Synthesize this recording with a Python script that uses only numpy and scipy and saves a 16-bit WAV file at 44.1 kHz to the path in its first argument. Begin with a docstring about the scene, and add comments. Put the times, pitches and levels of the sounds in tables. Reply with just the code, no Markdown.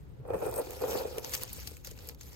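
"""A large lizard digs in soil and dry leaves, close to a hand-held phone outdoors.
A low rumble is there from the start. First the phone is moved: soft thuds, then hollow rubbing
and knocking, as of fingers on its case, and a short, thin hiss. From about half a second, claws
drag through the leaves in a gritty rustle, and leaves and twigs crack, loudest near 1.3 seconds.
After that the rubbing grows faint, while the rustling and crackling go on to the end."""
import sys
import numpy as np
from scipy import signal
from scipy.fft import rfft, irfft, next_fast_len
from scipy.io import wavfile
from scipy.ndimage import uniform_filter1d

SR = 44100
rng = np.random.default_rng(int(sys.argv[2]) if len(sys.argv) > 2 else 0)


def put_to_file(sound):
    """Save the sound as 16-bit audio at rate SR, in the file named by the first command-line argument."""
    columns = np.atleast_2d(sound).T  # one column per channel
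    safe = np.clip(columns, -1, 1)
    whole_steps = np.round(safe * 32767)
    wavfile.write(sys.argv[1], SR, whole_steps.astype(np.int16))


N = 103635

# Levels in these tables are relative: the functions turn them up or down further.
# The tone of the outdoor rumble. Each row: frequency in Hz, level in dB.
RUMBLE_TONE = [(20, -32), (35, -14.5), (52, -2.5), (76, 1.5), (95, -6), (125, -3.5), (190, -15), (300, -17),
               (450, -21.5), (700, -32.5), (1500, -38), (4000, -46.5), (16000, -73)]
# How the rumble reaches the two microphones. Each row: frequency in Hz, how alike the sides are
# from 0 to 1, how far left is ahead in radians, how much louder left is in dB.
RUMBLE_STEREO = [(38.4, 0.95, 0, 3), (123, 0, 0.0093, 3.5), (1000, 0, 0, 0)]
# Bumps of the hand. Each row: middle in seconds, level in dB, pitch in Hz, width in seconds.
HAND_THUDS = [(.03, -47.5, 147, 0.017), (.125, -51, 159, 0.0085), (.212, -39.5, 128.4, 0.014),
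              (.33, -38.5, 103, 0.0094), (0.363, -42, 173, 0.0093), (0.508, -49.5, 110, 0.024)]
# How hard the fingers rub. Each row: time in seconds, level in dB.
RUB_LEVELS = [(0.19, -69), (0.24, -56), (0.294, -42.5), (0.317, -37), (0.328, -40), (0.35, -35.5),
              (0.395, -40.5), (0.43, -33.5), (0.48, -33.5), (0.511, -44), (0.53, -35.5), (0.555, -39),
              (0.59, -31.5), (0.612, -35), (0.635, -48), (0.72, -44), (0.795, -46.5), (0.826, -32),
              (0.865, -36.5), (0.945, -34.5), (0.975, -33), (1.02, -37), (1.09, -43.5), (1.14, -46),
              (1.168, -40), (1.21, -50), (1.265, -43.5), (1.31, -50), (1.43, -49.5), (1.51, -64),
              (1.9, -69), (2.091, -52.5), (2.17, -68), (2.35, -59.5)]
# The hollow tone of the rubbed case. Each row: frequency in Hz, level in dB.
RUB_TONE = [(100, -20.5), (170, -16.5), (250, -13.5), (330, -9.5), (410, -2.5), (470, 1), (530, 2),
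            (600, -9.5), (700, -6), (900, -12), (1130, -21.5), (1450, -17), (2000, -34.5), (2500, -24.5),
            (3300, -49.5), (8000, -44)]
# How the case carries sound to the microphones. Each row reads as in RUMBLE_STEREO.
CASE_STEREO = [(150, 0.8, -3, -7), (364, 0.7, 0, 3), (501, 0.35, -0.37, -3), (614, 0.66, -3.5, 8.5),
               (690, 0.56, -4, -4), (930, 0.86, -6, -2), (1365, 0.72, -5.5, 2.5), (1397, 0.45, -1.5, -1.5),
               (2200, 1, -9, 2), (2880, 0.7, -2.5, -1.5)]
# Knocks on the case. Each row: start in seconds, level in dB, pitch in Hz.
CASE_KNOCKS = [(0.199, -47.5, 425), (0.252, -36, 512), (0.286, -34, 580), (0.304, -23.5, 483),
               (0.336, -23, 601), (0.344, -21, 509), (0.422, -26, 575), (0.465, -25, 441),
               (0.525, -31, 644), (0.586, -23.5, 593), (0.598, -22.5, 461), (0.671, -36.5, 388),
               (0.818, -29, 454), (0.839, -21, 495), (0.882, -32, 423), (0.945, -28, 530),
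               (0.955, -20.5, 443), (1.007, -33, 524), (1.053, -24, 459), (1.179, -26.5, 446),
               (1.582, -43, 485), (1.714, -43.5, 434), (1.873, -43.5, 523), (1.915, -43.5, 430)]
# How the scraping hiss swells and fades. Each row: time in seconds, level in dB.
HISS_LEVELS = [(.25, -86), (.28, -66), (.325, -75), (0.339, -56), (.41, -66), (.46, -52), (.5, -54.5),
               (.595, -43.5), (.65, -70), (.7, -90)]
# The bright tone of the hiss. Each row: frequency in Hz, level in dB.
HISS_TONE = [(3000, -24), (7300, -16), (8300, 5.5), (9500, 5.5), (11000, -13), (13000, 0), (16000, -10)]
# How hiss, rustle and cracks reach the microphones. Each row reads as in RUMBLE_STEREO.
LEAF_STEREO = [(191, 0.9, 3.1, -3), (970, 0, 1.75, 1.5), (2120, 0.36, 4.5, -1), (4330, 0.4, 0.48, 2.5),
               (5730, 0.2, 2.8, 2), (6500, 0.62, 0.13, 1), (7800, 0.56, 2.2, 0.5), (8240, 1, 1.3, 3.5),
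               (11900, 1, 5.4, -3.5), (12040, 0.78, 6.4, -1.5), (14600, 0.9, 6.5, 3), (15800, 1, 8.8, -12),
               (17300, 0, 3.5, 38)]
# How hard the lizard drags through the leaves. Each row: time in seconds, level in dB.
DIG_LEVELS = [(0, -71.5), (0.24, -80.5), (0.36, -61.5), (0.46, -49), (0.5, -56), (0.59, -52.5), (0.65, -50),
              (0.79, -48.5), (0.86, -46.5), (0.908, -39.5), (1.0, -42), (1.05, -50.5), (1.17, -49),
              (1.21, -54.5), (1.25, -44), (1.31, -45.5), (1.347, -35), (1.372, -42.5), (1.399, -45.5),
              (1.428, -38), (1.457, -49.5), (1.59, -46.5), (1.7, -50.5), (1.79, -59), (1.838, -66),
              (1.865, -49.5), (1.95, -60), (2.0, -54), (2.1, -54), (2.172, -70), (2.22, -55), (2.35, -54)]
# The tone of the rustle. Each row: frequency in Hz, level in dB.
RUSTLE_TONE = [(150, 5.5), (450, -1.5), (1000, -0.5), (1800, -1.5), (2600, 2), (3600, -0.5), (4800, 2.5),
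               (6800, 0.5), (8000, 0), (10500, -2), (13000, 2), (16000, -5)]
# Leaves and twigs that break. Each row: start in seconds, level in dB, treble in dB, how much
# louder left is in dB, fade time in seconds, ringing pitch in Hz, woody part in dB.
LEAF_CRACKS = [(0.512, -38, -4, 3, 0.00079, 8150, -10), (.540, -31.5, -8.5, 3.5, 0.00084, 3970, 1),
               (0.707, -29, -15.5, .5, 0.0014, 6860, -25), (0.818, -35, -5.5, 2, .0017, 4460, -3),
               (1.182, -32.5, -10.5, 1, 0.0038, 8300, 9.5), (1.195, -44, -7, 7, .0011, 6900, -10),
               (1.2458, -15, -33.5, 3, 0.0011, 5970, -44), (1.285, -36, -22, 8, .001, 7500, -9),
               (1.2941, -29.5, -11, 0, .001, 6800, -10), (1.321, -31, -32, -7, .003, 4960, -4),
               (1.3362, -17, -17.5, 5, 0.0036, 4770, -9), (1.3426, -18.5, -26, -6, 0.0048, 6260, -23),
               (1.3501, -20, -14.5, 5, 0.0019, 4760, -18), (1.434, -18, -13, -3.5, 0.00063, 4600, -29),
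               (1.5293, -37.5, -2, 1, 0.0055, 6940, -18), (1.67, -38, -14, 2, 0.0028, 6140, -21),
               (1.673, -24, -17.5, 5, 0.0059, 4960, -22), (1.7677, -37.5, -15.5, 2, 0.0028, 7000, -1),
               (1.8464, -29.5, -14.5, .5, 0.0063, 6600, -3), (1.871, -27.5, -15.5, -1, 0.0051, 4700, -17),
               (1.911, -30.5, -18, 1.5, 0.0045, 7050, -31), (1.976, -41, -39, 6, 0.0022, 2760, -5),
               (1.988, -35.5, -35, -1, 0.0039, 5230, 0.5), (2.072, -52, 1, -1, 0.0024, 7000, -14),
               (2.088, -25, -13.5, 2.5, 0.0023, 7150, -19), (2.095, -30, -31, -2, 0.0017, 4830, -1),
               (2.147, -41.5, -14, 0, 0.0015, 5700, -2), (2.2099, -31, -26, 0.5, 0.007, 6660, -14)]
# The tone of a crack. Each row: frequency in Hz, level in dB.
CRACK_TONE = [(200, -6), (600, -10), (1500, -8), (2600, -5), (3400, -10.5), (4800, -2), (6500, -0.5),
              (8500, 0.5), (12500, 9.5), (16000, 5.5)]

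TOP_HZ = 16000


def gain(db):
    """Turn decibels into a number to multiply by."""
    return 10 ** (np.asarray(db) / 20)


def normalise(x):
    """Scale a signal so that its average power is 1."""
    return x / np.sqrt(np.mean(x ** 2))


def level_at(t, table):
    """Read a level in dB at time t, along straight lines between the rows."""
    return np.interp(t, *np.array(table).T)


def per_frequency(table, size):
    """Spread each column of a table over all the frequencies of a spectrum."""
    hz, *columns = np.array(table, float).T
    bins = np.maximum(np.fft.rfftfreq(size, 1 / SR), 1)
    return [np.interp(np.log(bins), np.log(hz), column) for column in columns]


def shape_tone(x, table):
    """Filter a sound to the tone in a table; white noise keeps its power."""
    size = 2 * next_fast_len(N)
    curve = normalise(gain(per_frequency(table, size)[0]))
    cepstrum = irfft(np.log(curve))
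    # Folding this onto its first half makes the filter ring only after each click.
    cepstrum[1:size // 2] *= 2
    cepstrum[size // 2 + 1:] = 0
    return irfft(rfft(x, size) * np.exp(rfft(cepstrum)))[..., :N]


def to_stereo(pair, table):
    """Mix a shared and a scattered signal into left and right, as the table says."""
    size = 2 * next_fast_len(N)
    alike, lead, balance_db = per_frequency(table, size)
    alike = np.clip(alike, 0, 1)
    shared, scattered = rfft(pair, size)
    middle = shared * np.sqrt((1 + alike) / 2)
    side = scattered * np.sqrt((1 - alike) / 2)
    tilt = gain(balance_db / 2) * np.exp(.5j * lead)
    return irfft(np.array([(middle + side) * tilt, (middle - side) / tilt]))[:, :N]


def wander(per_s):
    """A random curve of typical size 1 that glides to a new value per_s times a second."""
    hold = max(int(SR / per_s), 2)
    steps = rng.standard_normal(4096)
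    return normalise(uniform_filter1d(steps[np.arange(N) // hold % len(steps)], hold))


def grains(per_s, spread_db):
    """Two streams of tiny random clicks, with the same timing but different sizes."""
    struck = rng.random(N) < per_s / SR
    size = gain(spread_db * np.minimum(rng.exponential(size=N), 5))
    return normalise(struck * size * rng.standard_normal((2, N)))


def resonate(x, hz, q):
    """Keep the sound near one pitch; a higher q rings longer."""
    return signal.lfilter(*signal.iirpeak(hz, q, fs=SR), x)


def flicker_bands(x, depth_db, per_s):
    """Let 14 frequency bands swell and fade on their own, as different leaves are touched."""
    size = next_fast_len(N)
    bins = np.fft.rfftfreq(size, 1 / SR)
    centres = np.geomspace(1000, TOP_HZ, 14)
    spectrum = rfft(x, size)
    out = np.zeros((2, N))
    for weights in np.eye(len(centres)):
        band = irfft(spectrum * np.interp(bins, centres, weights), size)[:, :N]
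        out += band * gain(depth_db * wander(per_s))
    return out


def outdoor_rumble():
    """Low outdoor noise with a trace of hiss wavers gently in level."""
    air = normalise(shape_tone(rng.standard_normal((2, N)), RUMBLE_TONE))
    level_db = -49 - wander(per_s=7.5)
    return to_stereo(air * gain(level_db), RUMBLE_STEREO)


def hand_thuds(t):
    """The hand shifts and makes soft bumps, each a low tone that swells and fades."""
    out = np.zeros(N)
    for middle, db, hz, width in HAND_THUDS:
        swell = np.exp(-((t - middle) / width) ** 2 / 2)
        out += gain(db) * swell * np.sin(2 * np.pi * hz * (t - middle))
    return out


def finger_rubbing(t):
    """Fingers stick and slip on the case, which rings hollowly."""
    pressure = gain(level_at(t, RUB_LEVELS) - .5 + wander(per_s=90))
    slips = grains(per_s=2400, spread_db=.8)
    return to_stereo(shape_tone(slips * pressure, RUB_TONE), CASE_STEREO)


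def case_knocks(t):
    """The grip catches with a brief scuff, and the case rings at two quickly fading pitches."""
    rise_s, ring_s, scuff_s = .0018, .0049, .0041
    scuff = rng.standard_normal((2, N))
    for _ in range(2):
        scuff = normalise(resonate(scuff, hz=964, q=1.14))
    quarter_turn = np.array([[0], [np.pi / 2]])  # sets the shared and scattered signals apart
    out = np.zeros((2, N))
    for start, db, hz in CASE_KNOCKS:
        phases = rng.uniform(0, 2 * np.pi, 2)
        near = (t >= start) & (t < start + .08)
        age = t[near] - start
        shape = (1 - np.exp(-(age / rise_s) ** 2)) * np.exp(-age / ring_s)
        angle = 2 * np.pi * hz * age
        lower = np.sin(angle + phases[0] + quarter_turn)
        upper = gain(-9) * np.sin(1.414 * angle + phases[1] + quarter_turn)
        scrape = gain(-16.5) * np.exp(-age / scuff_s) * scuff[:, near]
        out[:, near] += gain(db - 1) * (shape / shape.max() * (lower + upper) + scrape)
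    return to_stereo(out, CASE_STEREO)


def scraping_hiss(t):
    """A thin, bright hiss of tightly packed clicks goes with the first rub."""
    level = gain(level_at(t, HISS_LEVELS) + 4 * wander(per_s=119.7))
    clicks = grains(per_s=12000, spread_db=1.1)
    return to_stereo(shape_tone(clicks * level, HISS_TONE), LEAF_STEREO)


def digging_rustle(t):
    """Claws and belly drag through leaves and soil: grit swells with each stroke, and edges tick."""
    ticks_per_s, tick_s = 220, .0014
    effort = gain(level_at(t, DIG_LEVELS) - 1 + .38 * wander(per_s=110))
    catches = (rng.random(N) < ticks_per_s / SR) * rng.random(N)
    # Each edge that catches lifts the level for a moment.
    ticks = 1 + gain(-4.5) * signal.lfilter([1], [1, -np.exp(-1 / (tick_s * SR))], catches)
    grit = grains(per_s=8000, spread_db=3.5) + gain(-1.5) * rng.standard_normal((2, N))
    grit = normalise(flicker_bands(grit, depth_db=3, per_s=70) * ticks)
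    return to_stereo(shape_tone(grit * effort, RUSTLE_TONE), LEAF_STEREO)


def leaf_crackle(t):
    """Small leaf edges flick free, each ringing for a few cycles at its own pitch."""
    count, first_s, low_hz, high_hz, fade_cycles = 305, .4, 2000, 9000, 3
    out = np.zeros((2, N))
    for when, pitch, size, side, lag in rng.random((count, 5)):
        start = first_s + when * (t[-1] - first_s)
        near = (t >= start) & (t < start + .03)
        hz = low_hz * (high_hz / low_hz) ** pitch
        cycles = (t[near] - start) * hz
        shape = np.exp(-cycles / fade_cycles) * (1 - np.exp(-cycles))
        ring = np.sin(2 * np.pi * (cycles + np.array([[0], [lag / 2]])))
        # Flicks only partly follow the digging level, so they stand out when it is quiet.
        db = -53 + .65 * (level_at(start, DIG_LEVELS) + 57) + 9 * size ** 3
        sides = np.sqrt([[side], [1 - side]])
        out[:, near] += gain(db) * sides * shape * ring
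    return out


def leaf_cracks(t):
    """Dry leaves and twigs strain, give way in a ringing burst of tiny breaks, and settle."""
    rise_s, strain_s, snap_s, treble_hz = .00082, .01, .0008, 7580
    breaks = flicker_bands(grains(per_s=18000, spread_db=1), depth_db=2.35, per_s=120)
    breaks = normalise(shape_tone(breaks, CRACK_TONE))
    lows = signal.sosfiltfilt(signal.butter(3, treble_hz, fs=SR, output="sos"), breaks)
    body = to_stereo(lows, LEAF_STEREO)
    treble = to_stereo(breaks - lows, LEAF_STEREO)
    wood = normalise(resonate(body, hz=2060, q=1.1)) * np.std(body)
    out = np.zeros((2, N))
    for start, db, treble_db, left_db, fade_s, hz, wood_db in LEAF_CRACKS:
        near = np.abs(t - start) < .1
        age = t[near] - start
        since_peak = np.maximum(age - rise_s, 0)
        fade = np.exp(-since_peak / fade_s) + gain(-24.5) * np.exp(-since_peak / (.77 * fade_s))
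        strain = gain(-22) * np.exp(-np.abs(age) / strain_s)
        shape = np.clip(age / rise_s, 0, 1) * fade + strain
        snap = 1 + gain(-3) * np.exp(-np.abs(age - rise_s) / snap_s)  # the first break is brightest
        bright = snap * gain(treble_db + 6) * treble[:, near]
        burst = shape * (body[:, near] + bright + gain(wood_db) * wood[:, near])
        ring = gain(3) * resonate(burst, hz, q=8.9)
        sides = gain(np.array([[1], [-1]]) * left_db / 2)
        out[:, near] += gain(db - 3.5) * sides * (burst + ring)
    return out


def scene():
    """Add up the digging, the handling of the phone and the rumble."""
    t = np.arange(N) / SR
    digging = digging_rustle(t) + leaf_crackle(t) + leaf_cracks(t)
    handling = hand_thuds(t) + finger_rubbing(t) + scraping_hiss(t) + case_knocks(t)
    return digging + handling + outdoor_rumble()


def record(dry):
    """The phone cuts off the highest treble."""
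    return signal.sosfilt(signal.ellip(8, .2, 70, TOP_HZ, fs=SR, output="sos"), dry)


dry = scene()
out = record(dry)
put_to_file(out)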